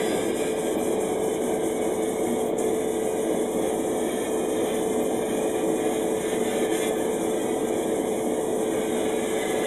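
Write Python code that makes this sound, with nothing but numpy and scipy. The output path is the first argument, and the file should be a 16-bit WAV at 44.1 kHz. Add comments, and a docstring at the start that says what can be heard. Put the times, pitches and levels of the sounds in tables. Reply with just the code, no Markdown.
"""A hobby spray booth's fan runs throughout: a clean blade tone over air rumbling in box and duct.
In front of it an airbrush hisses over a model figure, coloured by echoes from the booth walls.
At first the trigger is rocked, so the hiss keeps breaking, and three times it spits as it reopens.
Midway come quick strokes, most adding a lower rush and a broad splash as the jet meets the figure.
Then the jet lingers at the figure's edge, and at the end it comes back onto it."""
import sys
import numpy as np
from scipy import signal
from scipy.fft import rfft, irfft
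from scipy.io import wavfile
from scipy.ndimage import map_coordinates

SR = 44100
rng = np.random.default_rng(int(sys.argv[2]) if len(sys.argv) > 2 else 0)


def dump(signal):
    """Clip the signal to [-1, 1] and save it as 16-bit WAV at the path in sys.argv[1]."""
    limited = np.clip(np.atleast_2d(signal).T, -1, 1)
    pcm = np.round(limited * 32767).astype(np.int16)
    wavfile.write(sys.argv[1], SR, pcm)


N = 426006
TIME = np.arange(N) / SR
FREQS = np.maximum(np.fft.rfftfreq(N, 1 / SR), 1)

# hiss of the jet in open air: (frequency [Hz], base level [dB per Hz])
JET_SPECTRUM = [(3400, -107), (4050, -118), (4700, -115), (5100, -93), (5600, -88.5), (6200, -78.5),
                (7200, -76), (8600, -74.5), (9400, -72.5), (9900, -78.5), (11950, -78.5), (12100, -97.5),
                (14500, -95), (15200, -104)]
# rush of the jet over the figure and the walls: (frequency [Hz], base level [dB per Hz])
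RUSH_SPECTRUM = [(600, -101), (1200, -73), (1410, -87), (1570, -72), (1850, -73.5), (2250, -73),
                 (2460, -74), (2630, -104), (2820, -85), (3100, -75.5), (3380, -73), (3700, -78),
                 (4050, -89.5), (4450, -116), (7000, -112)]
# hollow spaces that the rush makes ring: (frequency [Hz], width [Hz], boost [dB])
CAVITY_PEAKS = [(1311, 16, 7), (1395, 26, 8), (2018, 55, 2.5), (2229, 50, 3.5), (2739, 44, 5),
                (3497, 24, 2)]
# splash of air when the jet hits the figure squarely: (frequency [Hz], base level [dB per Hz])
SPLASH_SPECTRUM = [(1450, -112), (1750, -96), (2250, -98), (2750, -87.5), (3400, -95), (4000, -87.5),
                   (4450, -123), (4680, -116), (5000, -98.5), (5550, -101), (6200, -99), (7250, -85),
                   (8000, -108)]
# the jet starts on the figure, drifts to its edge and comes back: (time [s], rush boost [dB])
AIM_PATH = [(0, 3), (1.0, -3), (3.5, -4), (7.5, -2.5), (8.5, -4.5), (9.0, 1), (9.25, 0), (9.66, 2)]
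# strokes across the figure:
# (time [s], half length [s], rush boost [dB], jet boost [dB], added notch depth [0-1])
HAND_STROKES = [(0.08, 0.12, 1, 2, .6), (0.436, 0.066, 1.5, 1, 0.3), (2.0, .1, 0, -0.5, 0.4),
                (3.27, 0.082, 0, 0.5, .55), (3.65, 0.066, 3, 1.8, 0.6), (4.137, 0.13, 3.5, 2, 0.65),
                (4.67, 0.17, 3, 1.7, 0.6), (5.24, 0.12, 1.5, 1.5, 0.9), (5.583, 0.04, 3, 0, 0),
                (5.93, 0.11, 3, 2.5, 0.5), (6.27, 0.1, 4.5, 1.5, 0.3), (6.55, 0.13, 5.5, 2.5, 0.3),
                (6.807, 0.09, 7, 5.5, 0.3), (9.5, 0.19, 1.7, 1.5, 0)]
# a notch, or narrow gap in the hiss, that shifts with the nozzle: (time [s], frequency [Hz])
NOTCH_PATH = [(0.5, 6500), (1.9, 7500), (6.8, 7880), (9.4, 7550)]
# moments when the finger eases the trigger: (time [s], half length [s], drop in flow [dB])
TRIGGER_EASES = [(0.318, 0.018, 7), (0.55, 0.02, 6), (0.767, 0.017, 12), (0.972, .022, 7), (1.184, .02, 4),
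                 (1.39, 0.017, 6), (1.595, .026, 6), (1.796, 0.013, 6), (2.003, .018, 3),
                 (2.533, 0.047, 16.5), (2.865, 0.009, 7), (3.607, 0.0085, 4), (5.235, 0.011, 6),
                 (6.677, 0.016, 5), (7.072, .01, 3), (7.71, 0.012, 6), (8.87, .012, 1)]
# spits as the nozzle opens again: (time [s], boost [dB])
SPIT_TIMES = [(1.015, -2), (2.029, 1.5), (2.588, 2.5)]
# coarser hiss of the spits: (frequency [Hz], base level [dB per Hz])
SPIT_SPECTRUM = [(4500, -105), (5800, -87), (7100, -69), (9300, -75), (11500, -80), (12500, -104)]
# brief flares of the highest treble: (time [s], half length [s], boost [dB])
FLARE_TIMES = [(0.782, .018, 0), (2.482, .03, -3), (5.032, 0.016, 3), (6.98, .017, -1)]
# thin hiss of the flares: (frequency [Hz], base level [dB per Hz])
FLARE_SPECTRUM = [(10500, -115), (12300, -84), (14500, -83), (15000, -105)]
# tones of the fan wheel, loudest from its 20 blades: (multiple of the shaft speed [x], level [dB])
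FAN_TONES = {1: -61, 3: -60.5, 20: -30, 40: -69}
# hum of the motor: (multiple of the mains frequency [x], level [dB])
HUM_TONES = {1: -62, 2: -59.5}
# rumble of swirling air behind the blades: (frequency [Hz], base level [dB per Hz])
RUMBLE_SPECTRUM = [(10, -80), (30, -84), (70, -77), (100, -69.5), (150, -67.5), (210, -61.5), (300, -57.5),
                   (400, -55), (540, -54.5), (690, -61.5), (850, -66.5), (1180, -75.5), (1400, -96),
                   (4000, -114)]
# pitches at which the air in booth and duct rings: (frequency [Hz], width [Hz], boost [dB])
DUCT_PEAKS = [(175.3, 8.1, 6), (202.3, 17, 6.5), (239.2, 13.2, 10), (274, 37, 2.5), (312, 9.9, 0.5),
              (327.8, 24, 10), (371.7, 3.9, 9), (646, 13, 3), (737.5, 31, 8), (956, 30, 4)]
# faint hiss of air drawn through the filter mat: (frequency [Hz], level [dB per Hz])
FILTER_MAT_SPECTRUM = [(4700, -126), (5200, -110), (6500, -102), (11500, -101), (12500, -106),
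                       (15000, -110)]


def airbrush(sputter_db=1.15):
    """A jet of air hisses, sputters as paint tears off the needle, and strikes the figure."""
    rush_db, jet_db, notch_depth = hand_sweep()
    trigger_db = trigger()
    jet = noise(spectrum(JET_SPECTRUM)) * gain(jet_db + trigger_db + sputter_db * wander(36))
    impact = jet_on_figure(rush_db, trigger_db)
    hiss = notch(jet + spits() + keen_edge(), notch_depth)
    return booth_echoes(hiss, strength=1.1, count=5) + booth_echoes(impact, strength=1.05, count=8)


def hand_sweep(jet_base_db=-3, jet_share=0.069):
    """The hand's slow aim plus its quick strokes set the rush level, jet level and notch depth."""
    aim_db = np.interp(TIME, *np.transpose(AIM_PATH))
    strokes = sum(np.outer(sizes, swell(at, half, squareness=6)) for at, half, *sizes in HAND_STROKES)
    rush_db, jet_db, notch_depth = strokes
    return aim_db + rush_db, jet_base_db + jet_share * aim_db + jet_db, notch_depth


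def trigger(rebound_share=0.24, rebound_s=0.07):
    """Change of flow in dB: it drops as the trigger is eased and overshoots as it comes back."""
    return sum(db * (rebound_share * swell(at + rebound_s, half) - swell(at, half))
               for at, half, db in TRIGGER_EASES)


def jet_on_figure(rush_db, trigger_db, splash_growth=2.4, trigger_share=0.14, flutter_db=0.86):
    """Air rushes over the figure; the splash grows faster than the rush as the jet hits squarely."""
    rush = noise(spectrum(RUSH_SPECTRUM) + peaks(CAVITY_PEAKS)) * gain(rush_db)
    splash = noise(spectrum(SPLASH_SPECTRUM)) * gain(splash_growth * rush_db)
    return (rush + splash) * gain(trigger_share * trigger_db + flutter_db * wander(15))


def spits(half_s=0.0077):
    """Paint gathered on the needle blows off in short, soft-edged puffs."""
    puffs = sum(gain(db) * swell(at, half_s) for at, db in SPIT_TIMES)
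    return noise(spectrum(SPIT_SPECTRUM)) * puffs


def keen_edge(start_hz=4940, rise_hz_per_s=300, fade_db_per_s=15):
    """The first stroke adds a narrow hiss that glides up and fades as the nozzle draws away."""
    band = moving_band(noise(-76), start_hz + rise_hz_per_s * TIME, width_hz=450)
    return band * gain(-fade_db_per_s * TIME)


def notch(hiss, added_depth, resting_depth=0.16):
    """One narrow band of the hiss cancels, more deeply close to the figure."""
    centre_hz = np.interp(TIME, *np.transpose(NOTCH_PATH))
    band = moving_band(hiss, centre_hz, width_hz=930)
    return hiss - np.clip(resting_depth + added_depth, 0, 1) * band


def booth_echoes(spray, strength, count, first_s=0.0014, last_s=0.016, sway_s=0.0001722):
    """Close walls add echoes; their delays shift as the hand moves, so the tone colour wanders."""
    delays = np.geomspace(first_s, last_s, count)
    echoes = sum((-1) ** k * delayed(spray, delay + sway_s * wander(0.8))
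                 for k, delay in enumerate(delays))
    return (spray + strength * echoes / np.sqrt(count)) / np.sqrt(1 + strength ** 2)


def treble_flares():
    """Short, thin flares at the very top of the hiss."""
    flares = sum(gain(db) * swell(at, half, squareness=6) for at, half, db in FLARE_TIMES)
    return noise(spectrum(FLARE_SPECTRUM)) * flares


def fan_tones(shaft_hz=21.853, mains_hz=50, drift_share=0.00027, waver_db=0.3):
    """The blades and the slightly unbalanced wheel sound as they turn; the motor hums with the mains."""
    turns = np.cumsum(shaft_hz * (1 + drift_share * wander(1))) / SR
    wheel = tones(turns, FAN_TONES) * gain(waver_db * wander(7))
    return wheel + tones(mains_hz * TIME, HUM_TONES)


def fan_air(buffet_db=0.58):
    """Swirling air makes booth and duct ring; the filter mat hisses faintly."""
    rumble = noise(spectrum(RUMBLE_SPECTRUM) + peaks(DUCT_PEAKS)) * gain(buffet_db * wander(9.1))
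    return rumble + noise(spectrum(FILTER_MAT_SPECTRUM))


def gain(db):
    """Turn decibels into a number to multiply the sound by."""
    return 10 ** (np.asarray(db) / 20)


def spectrum(points):
    """Join (frequency [Hz], level [dB]) points; past the last, fall by 20 dB an octave."""
    hz, db = np.transpose(points)
    return np.interp(np.log(FREQS), np.log(hz), db) - 20 * np.log2(np.maximum(FREQS / hz[-1], 1))


def peaks(resonances):
    """Bell-shaped boosts in dB around the pitches that ring."""
    return sum(db / (1 + (2 * (FREQS - hz) / width) ** 2) for hz, width, db in resonances)


def noise(db):
    """Noise with the given dB per Hz."""
    return irfft(rfft(rng.standard_normal(N)) * gain(db), N) * np.sqrt(SR / 2)


def tones(cycles, levels_db):
    """Pure tones that swing a whole number of times per cycle."""
    return sum(np.sqrt(2) * gain(db) * np.sin(2 * np.pi * (multiple * cycles + rng.random()))
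               for multiple, db in levels_db.items())


def wander(rate_hz):
    """A random curve of typical size 1 that swings about rate_hz times a second."""
    steps = 2 * rate_hz * TIME
    points = rng.standard_normal(int(steps[-1]) + 2)
    curve = np.interp(steps, np.arange(len(points)), points)
    return (curve - curve.mean()) / curve.std()


def swell(at_s, half_s, squareness=2):
    """A smooth rise to 1 and fall around at_s; squareness 2 is a bell, more flattens the top."""
    return np.exp(-np.abs((TIME - at_s) / half_s) ** squareness)


def delayed(sound, delay_s):
    """The same sound a little later; the delay may change over time."""
    return map_coordinates(sound, [(TIME - delay_s) * SR], order=3, mode="mirror")


def moving_band(sound, centre_hz, width_hz):
    """Keep only the frequencies near a centre that may move."""
    carrier = np.exp(2j * np.pi * np.cumsum(centre_hz) / SR)
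    bell = np.exp(-(2 * np.fft.fftfreq(N, 1 / SR) / width_hz) ** 2)
    shifted_down = np.fft.fft(sound / carrier)  # the centre now sits at 0 Hz
    return 2 * np.real(carrier * np.fft.ifft(shifted_down * bell))


def scene():
    """Fan and airbrush, heard close by at the mouth of the booth."""
    return (fan_tones() + fan_air() + airbrush() + treble_flares())[None]


def record(dry, top_hz=15450):
    """Cut away the treble above top_hz."""
    return signal.sosfilt(signal.ellip(8, 0.2, 70, top_hz, fs=SR, output="sos"), dry)


dry = scene()
out = record(dry)
dump(out)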